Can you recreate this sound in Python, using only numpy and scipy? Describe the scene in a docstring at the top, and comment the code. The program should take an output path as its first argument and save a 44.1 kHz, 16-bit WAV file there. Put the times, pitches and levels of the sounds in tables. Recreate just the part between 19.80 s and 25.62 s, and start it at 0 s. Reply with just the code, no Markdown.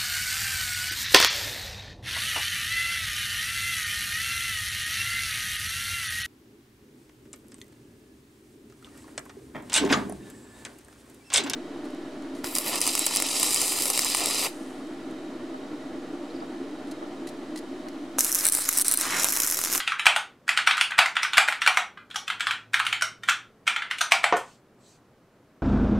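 """A key knock opens quick bursts of typing on a mechanical keyboard in a small quiet room, nearly mono and close.
Fingertips land, then stems scrape, knock and rattle: noisy blows excite the rings of cap and case.
Near the end a hand drops on the desk, as a ringing click, and sleeves brush back in hissing noise.
Below lie a wavering sine hum that drifts up overall and a steady noise room tone; sparse taps make the room's answer."""
import sys
import numpy as np
from scipy import signal
from scipy.fft import rfft, irfft
from scipy.io import wavfile
from scipy.ndimage import uniform_filter1d

SR = 44100
rng = np.random.default_rng(int(sys.argv[2]) if len(sys.argv) > 2 else 0)


def waveform_to_disk(signal):
    """Save audio, clipped to [-1, 1], as 16-bit WAV at the path in sys.argv[1]."""
    frames = np.transpose(np.atleast_2d(signal))
    scaled = np.clip(frames, -1, 1) * 32767
    samples = np.round(scaled).astype(np.int16)
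    wavfile.write(sys.argv[1], SR, samples)


N = 256662

# room tone spectrum: (f/Hz, relative level/dB)
ROOM_TONE = [(12, -49), (20, -14.5), (80, -18), (112, -8), (161, -10), (202, -6.5), (343, -10), (372, -9.5),
             (565, -13.5), (908, -20.5), (1100, -19), (3180, -32.5), (15600, -44.5)]
ROOM_TONE_DB = -58.5  # rms
# left-right likeness of the room tone: (f/Hz, correlation/0-1)
TONE_LIKENESS = [(60, 0.97), (240, 0.99), (950, 0.99), (3770, 0.72), (15000, 0.3)]
# hum glide, before its level wavers: (t/s, f/Hz, rms level/dB)
HUM_GLIDE = [(0, 105.9, -83), (1.9, 101.4, -80), (2.4, 107, -68.5), (3.001, 112, -59), (3.5, 116, -65),
             (4.0, 121, -77), (4.601, 122.4, -69.5), (5.82, 130, -82.5)]
# cloth sliding: (start t/s, end t/s, level/dB)
SLEEVE_BRUSHES = [(4.56, 4.83, -59.5), (4.959, 5.23, -60.5)]
# cloth hiss spectrum: (f/Hz, relative level/dB)
CLOTH_SPECTRUM = [(1470, -32.5), (2500, -11.5), (3910, -9), (4050, -7), (4390, -5), (4750, -10),
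                  (7920, -6.5), (10000, -21), (14000, -29)]
# decay of the room: (f/Hz, t60/s)
ROOM_DECAY = [(300, 0.17), (800, 0.28), (2000, 0.26), (5500, 0.25), (12000, 0.18)]
# side under mid in the room's answer: (f/Hz, level/dB)
ROOM_WIDTH = [(500, -22.5), (1200, -31), (2500, -27.5), (5000, -20), (12000, -16)]
# knuckles on the desk: (t/s, level/dB)
KNUCKLES = [(4.525, 1), (4.531, -6.5), (4.538, -7), (4.542, -8)]
# desk spectrum: (f/Hz, relative level/dB)
DESK_SPECTRUM = [(47, -71.5), (80, -56), (279, -10), (482, -2.5), (1130, 7), (1610, -5.5), (1790, -3.5),
                 (2140, 1), (6110, -16), (15000, -88)]
# desk resonances: (f/Hz, width/Hz, lift/dB)
DESK_RINGS = [(450, 88, 6.5), (524, 53, 9), (709, 36, 7.5), (1128, 71, -1), (1460, 130, 6.5),
              (1787, 160, 8.5)]
# plastic case and plate: (f/Hz, relative level/dB)
CASE_SPECTRUM = [(120, -45.5), (200, -43), (516, -25), (653, -7), (770, -2), (1030, -4.5), (1330, 0),
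                 (1780, -1), (2340, -1), (3430, -2.5), (5030, -15), (9680, -21), (10500, -27.5),
                 (14000, -32), (15600, -38.5)]
# narrow case resonances, before they are limited: (f/Hz, width/Hz, lift/dB)
CASE_RINGS = [(705, 60, -1.5), (1390, 93, 4.5), (1493, 18, 10.5), (2320, 140, 4), (2540, 72, 2.5),
              (3100, 26, 6), (3290, 41, 4), (5980, 150, 1), (8530, 2700, 5)]
# fingertips landing on a cap just before its knock: (t/s, level/dB)
FINGERTIPS = [(0.256, -4), (0.678, -12.5), (0.767, -22), (0.867, -18), (0.968, -14), (1.106, -17.5),
              (1.181, -6.5), (1.354, -20), (1.57, -2.5), (1.677, -12.5), (2.301, -34), (2.343, -23),
              (2.596, -24), (2.934, -16.5), (2.994, -10.5), (3.05, -18), (3.21, -14.5), (3.472, -43),
              (3.868, -14), (4.208, -12.5), (4.308, -22)]
# a loose key whose wire rattles and rings high: (t/s, level/dB, case thud level/dB)
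LOOSE_KNOCKS = [(2.358, -12.5, 3.5), (3.221, -6, 7), (3.493, -7, -17), (4.21, -4.5, 5)]
# resonances of that wire: (f/Hz, width/Hz, lift/dB)
WIRE_RINGS = [(5810, 730, 10.3), (4310, 250, 4)]
# wide keys knocking, down or up: (t/s, level/dB, cap ring f/Hz, case thud level/dB)
WIDE_KNOCKS = [(0.266, 5, 2370, 9.5), (0.362, -5.5, 1940, 7.5), (1.189, 5, 2210, 8), (1.259, -7, 2070, 4.5),
               (1.58, 4.5, 2220, 5.5), (1.685, -4.5, 1950, 11.5), (1.875, 1.3, 2290, 8),
               (1.972, -2, 2000, 10), (4.32, 3, 2250, 7), (4.441, -1, 1900, 14)]
# letter keys knocking, down or up: (t/s, level/dB, cap ring f/Hz, treble level/dB)
LETTER_KNOCKS = [(0.002, -12, 1460, 11), (0.076, -7.5, 2670, 4.5), (0.12, -9, 1400, 1),
                 (0.195, -10, 2490, 6), (0.691, -3, 2440, 7), (0.774, -5, 2720, 5.5),
                 (0.788, -10.5, 1700, -20), (0.873, -0.5, 2300, 5), (0.91, -4, 1520, 3),
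                 (0.979, -9, 1480, 4), (1.011, -1.5, 2560, 10.5), (1.119, -14.5, 3100, -17),
                 (1.367, -5.5, 1490, -4), (1.431, -7.5, 2130, 11), (1.449, -9, 1430, -13),
                 (1.533, -11, 1150, 4), (1.541, -13.5, 2960, -13), (1.724, -11, 1540, 3.5),
                 (1.818, -9, 2040, 4.5), (1.863, -5, 1360, 4.5), (1.943, -19, 1370, 9.5),
                 (2.173, -25.5, 1560, -17), (2.31, -27, 3380, 4), (2.479, -14.5, 3100, 6.5),
                 (2.501, -10.5, 1520, 1), (2.606, -10.5, 1700, 4.5), (2.669, -7.5, 1410, 2.5),
                 (2.709, -10, 2050, 2), (2.942, -3, 1970, 12), (3.0, -6.5, 1200, -2.2),
                 (3.066, -9, 2820, 8.5), (3.127, -8, 3020, 5), (3.434, -23, 1540, 6),
                 (3.487, -1.5, 1490, 8), (3.597, -32, 1336, -20), (3.877, -3.5, 2580, 4.5),
                 (3.962, -9.5, 2145, -1), (4.021, -14, 2020, -6.5), (4.111, -10, 2130, 3),
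                 (4.184, -19, 2460, 16), (4.567, -19.5, 1200, 17)]

HZ = np.fft.rfftfreq(4096, 1 / SR)
EDGE_HZ = 15700  # upper band limit
LEAD = 440  # samples of stem travel before each knock
# room against direct sound
LETTER_WET_DB, WIDE_WET_DB, LOOSE_WET_DB, TOUCH_WET_DB, DESK_WET_DB = 3.5, 3, 3.5, -1, 2
TOUCH_HZ, TOUCH_TREBLE_DB, TOUCH_THUD_DB, TOUCH_RATTLE_DB = 1580, 8, -2, 12.5
LOOSE_HZ, LOOSE_TREBLE_DB, LOOSE_RATTLE_DB = 1500, 11.5, 7
WIDE_TREBLE_DB, WIDE_RATTLE_DB = 8.5, -9.5
# letter keys: hard strokes shake the case more, soft ones are more rattly
THUD_DB, THUD_PER_DB, RATTLE_DB, RATTLE_PER_DB = -5.5, 0.4, -14, -0.84
# every knock lifts or damps a few rings of its own
OWN_LOW_HZ, OWN_HIGH_HZ, OWN_WIDTH_HZ, OWN_DB = 1087, 5917, 270, 5
# rings that meet do not pile up; harder strokes bring them out slightly more
RING_MAX_DB, RING_GROWTH = 8.5, 0.03
CRACK_S, CRACK_SHARE = 0.0023, 0.51  # this share of the direct ring dies with this time constant


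def gain_of(db):
    """Turns dB into an amplitude factor."""
    return 10 ** (np.asarray(db) / 20)


def evened(x):
    """Scales a signal to rms 1."""
    return x / np.sqrt(np.mean(x ** 2) + 1e-20)


def unit_energy(x):
    """Scales a signal to energy 1."""
    return x / np.linalg.norm(x)


def read(points, hz):
    """Reads a spectrum on a log-frequency axis."""
    f, value = np.transpose(points)
    return np.interp(np.log(hz + 1), np.log(f + 1), value)


def add(mix, s, sound):
    """Mixes a sound in at time s."""
    part = mix[..., round(s * SR):][..., :sound.shape[-1]]
    part += sound[..., :part.shape[-1]]


def lifts(modes):
    """Draws resonances as bumps in dB."""
    return sum(db / (1 + (2 * (HZ - f) / width) ** 2) for f, width, db in modes)


def ring(colour_db):
    """Makes a minimum-phase click of this colour, so its energy comes early; peak 1."""
    cepstrum = irfft(np.log(gain_of(np.maximum(colour_db, -100))))
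    # fold the cepstrum onto its causal half
    cepstrum[1:2048] *= 2
    cepstrum[2049:] = 0
    click = irfft(np.exp(rfft(cepstrum)))[:3000]
    return click / abs(click).max()


def noise(spectrum, likeness, patchy_db):
    """Makes two-channel noise of rms 1 from random short-time spectra with drifting patches."""
    frames = N // 256 + 5
    hz = np.fft.rfftfreq(1024, 1 / SR)
    a, b, c, d, grain = rng.standard_normal((frames, 513, 5)).T
    patches = uniform_filter1d(grain, size=8, axis=0)  # across frequency
    patches = evened(uniform_filter1d(patches, size=12, axis=1))  # across time
    same = np.clip(read(likeness, hz), -1, 1)[:, None]
    left = a + 1j * b
    right = same * left + np.sqrt(1 - same ** 2) * (c + 1j * d)
    shaped = np.array([left, right]) * gain_of(read(spectrum, hz)[:, None] + patchy_db * patches)
    return evened(signal.istft(shaped, nperseg=1024, noverlap=768)[1][:, :N])


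def room_tone():
    """Steady coloured noise, much alike in both channels at low frequencies and wider on top."""
    return gain_of(ROOM_TONE_DB) * noise(ROOM_TONE, TONE_LIKENESS, patchy_db=0.5)


def hum():
    """A low sine of wavering level whose pitch dips, then drifts upward."""
    s, hz, db = np.transpose(HUM_GLIDE)
    t = np.arange(N) / SR
    slow = uniform_filter1d(rng.standard_normal(N), size=3000)
    waver_db = 2.2 * evened(uniform_filter1d(slow, size=3000))
    phase = 2 * np.pi * np.cumsum(np.interp(t, s, hz)) / SR
    return np.sqrt(2) * gain_of(np.interp(t, s, db) + waver_db) * np.sin(phase)


def sleeves():
    """Soft cloth friction as the arms draw back: patchy hiss that swells and fades."""
    level = np.zeros(N)
    for start, end, db in SLEEVE_BRUSHES:
        add(level, start, gain_of(db) * signal.windows.hann(round((end - start) * SR)))
    return level * noise(CLOTH_SPECTRUM, [(3000, 0.81), (10000, .9)], patchy_db=3)


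def room(near, far, wet_db):
    """Direct sound plus a fresh tail of sparse taps, since every knock sits at another spot."""
    taps = np.zeros((2, 16000))
    at = np.arange(40, 15980, 12) + rng.integers(0, 12, (2, 1329))
    np.put_along_axis(taps, at, rng.choice([-1., 1.], at.shape), 1)
    age = np.arange(16000) / SR
    # desk and screen answer at once, the walls build up
    taps *= 1 - np.exp(-age / 0.0091) + 2.64 * np.exp(-age / 0.0036)
    hz, t, z = signal.stft(taps, SR, nperseg=256)
    z = z * gain_of(-60 * t / read(ROOM_DECAY, hz)[:, None])
    z[1] *= gain_of(read(ROOM_WIDTH, hz))[:, None]
    mid, side = signal.istft(z, SR, nperseg=256)[1]
    tail = gain_of(wet_db) * np.array([mid + side, mid - side]) / np.linalg.norm(mid)
    out = signal.fftconvolve(far[None], tail, axes=1)
    balance_db = .3 * rng.standard_normal() * np.array([[1], [-1]])  # a little left or right
    add(out, 0, near * gain_of(balance_db))
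    return out


def hand_drop():
    """Knuckles strike the desk in quick succession and its panel rings."""
    out = np.zeros((2, N))
    desk = ring(read(DESK_SPECTRUM, HZ) + lifts(DESK_RINGS))
    desk = desk * np.minimum(np.arange(len(desk)) / SR / 0.0007, 1)  # soft flesh slows the attack
    for s, db in KNUCKLES:
        knock = gain_of(db) * desk
        add(out, s, room(knock, knock, DESK_WET_DB))
    return out


def key_blow(rattle_db):
    """The stem scrapes down, knocks in a few tiny contacts, then rattles."""
    t = (np.arange(2000) - LEAD) / SR
    after = np.maximum(t, 0)
    contacts, grit = rng.standard_normal((2, len(t)))
    chance = rng.random(len(t))
    # bright grit around the knock
    knock = 0.15 * np.gradient(contacts * (after / 0.00066) * np.exp(-after / 0.00079))
    knock[LEAD + 20:LEAD + 28] += signal.windows.hann(8) / 3.5  # main contact, a fraction of a millisecond
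    scrape = grit * (t < 0) * np.exp(t / 0.019)
    rattle = grit ** 2 * np.sign(grit) * (chance > .9) * after * np.exp(-after / 0.0021)
    blow = unit_energy(knock) + gain_of(rattle_db) * unit_energy(rattle)
    return blow + gain_of(-12.5) * unit_energy(scrape)


def key(db, cap_hz, treble_db, thud_db, rattle_db, wire=()):
    """A blow rings cap and case; returns the sound toward the microphone and into the room."""
    blow = key_blow(rattle_db)
    treble = treble_db / (1 + (4500 / (HZ + 1)) ** 4)  # high shelf
    thud = thud_db / (1 + (HZ / 880) ** 6)  # low shelf of the shaken case
    body_db = read(CASE_SPECTRUM, HZ) + lifts(wire) + treble + thud
    low, high = np.log([OWN_LOW_HZ, OWN_HIGH_HZ])
    own = [(np.exp(low + (high - low) * u), OWN_WIDTH_HZ, OWN_DB * (2 * v - .7))
           for u, v in rng.random(size=(8, 2))]
    rings_db = RING_MAX_DB * np.tanh((lifts(CASE_RINGS) + lifts(own)) / RING_MAX_DB)
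    body_db += gain_of(RING_GROWTH * db) * rings_db
    click = ring(body_db + lifts([(cap_hz, 500, 11)]))  # the cap ring beams upward
    crack = np.exp(-np.arange(len(click)) / SR / CRACK_S)
    near = signal.fftconvolve(blow, click * (1 - CRACK_SHARE + CRACK_SHARE * crack))
    far = signal.fftconvolve(blow, ring(body_db + lifts([(cap_hz, 600, 4)])))
    # level set by the direct knock's energy
    return gain_of(db) * np.sqrt(0.00024 * SR) / np.linalg.norm(near) * np.array([near, far])


def fingertips():
    """Fingertips meet the caps: light, very rattly blows through the same cap and case."""
    return [(s, TOUCH_WET_DB, key(db, TOUCH_HZ, TOUCH_TREBLE_DB, TOUCH_THUD_DB, TOUCH_RATTLE_DB))
            for s, db in FINGERTIPS]


def loose_key():
    """A loose key's wire adds strong rattle and high resonances to its knocks."""
    return [(s, LOOSE_WET_DB, key(db, LOOSE_HZ, LOOSE_TREBLE_DB, thud_db, LOOSE_RATTLE_DB, WIRE_RINGS))
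            for s, db, thud_db in LOOSE_KNOCKS]


def wide_keys():
    """Wide keys shake the case more, so their knocks carry a heavier thud."""
    return [(s, WIDE_WET_DB, key(db, hz, WIDE_TREBLE_DB, thud_db, WIDE_RATTLE_DB))
            for s, db, hz, thud_db in WIDE_KNOCKS]


def letter_keys():
    """Letter keys trade rattle for case thud as the stroke gets harder."""
    knocks = []
    for s, db, hz, treble_db in LETTER_KNOCKS:
        thud_db = THUD_DB + THUD_PER_DB * db
        rattle_db = RATTLE_DB + RATTLE_PER_DB * db
        knocks.append((s, LETTER_WET_DB, key(db, hz, treble_db, thud_db, rattle_db)))
    return knocks


def typing():
    """All touches and key knocks, each with its own room answer."""
    out = np.zeros((2, N + LEAD))
    for s, wet_db, (near, far) in fingertips() + loose_key() + wide_keys() + letter_keys():
        add(out, s, room(near, far, wet_db))
    return out[:, LEAD:]  # knocks, not scrapes, fall on the listed times


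def scene():
    """Room tone, hum, sleeves and hand under the typing."""
    return room_tone() + hum() + sleeves() + hand_drop() + typing()


def record(dry):
    """Clips whatever exceeds full scale, then limits the band."""
    clipped = np.clip(dry, -1, 1)
    lowpass = signal.firwin(511, EDGE_HZ, window=("kaiser", 9), fs=SR)
    return signal.oaconvolve(clipped, lowpass[None], "same")


dry = scene()
out = record(dry)
waveform_to_disk(out)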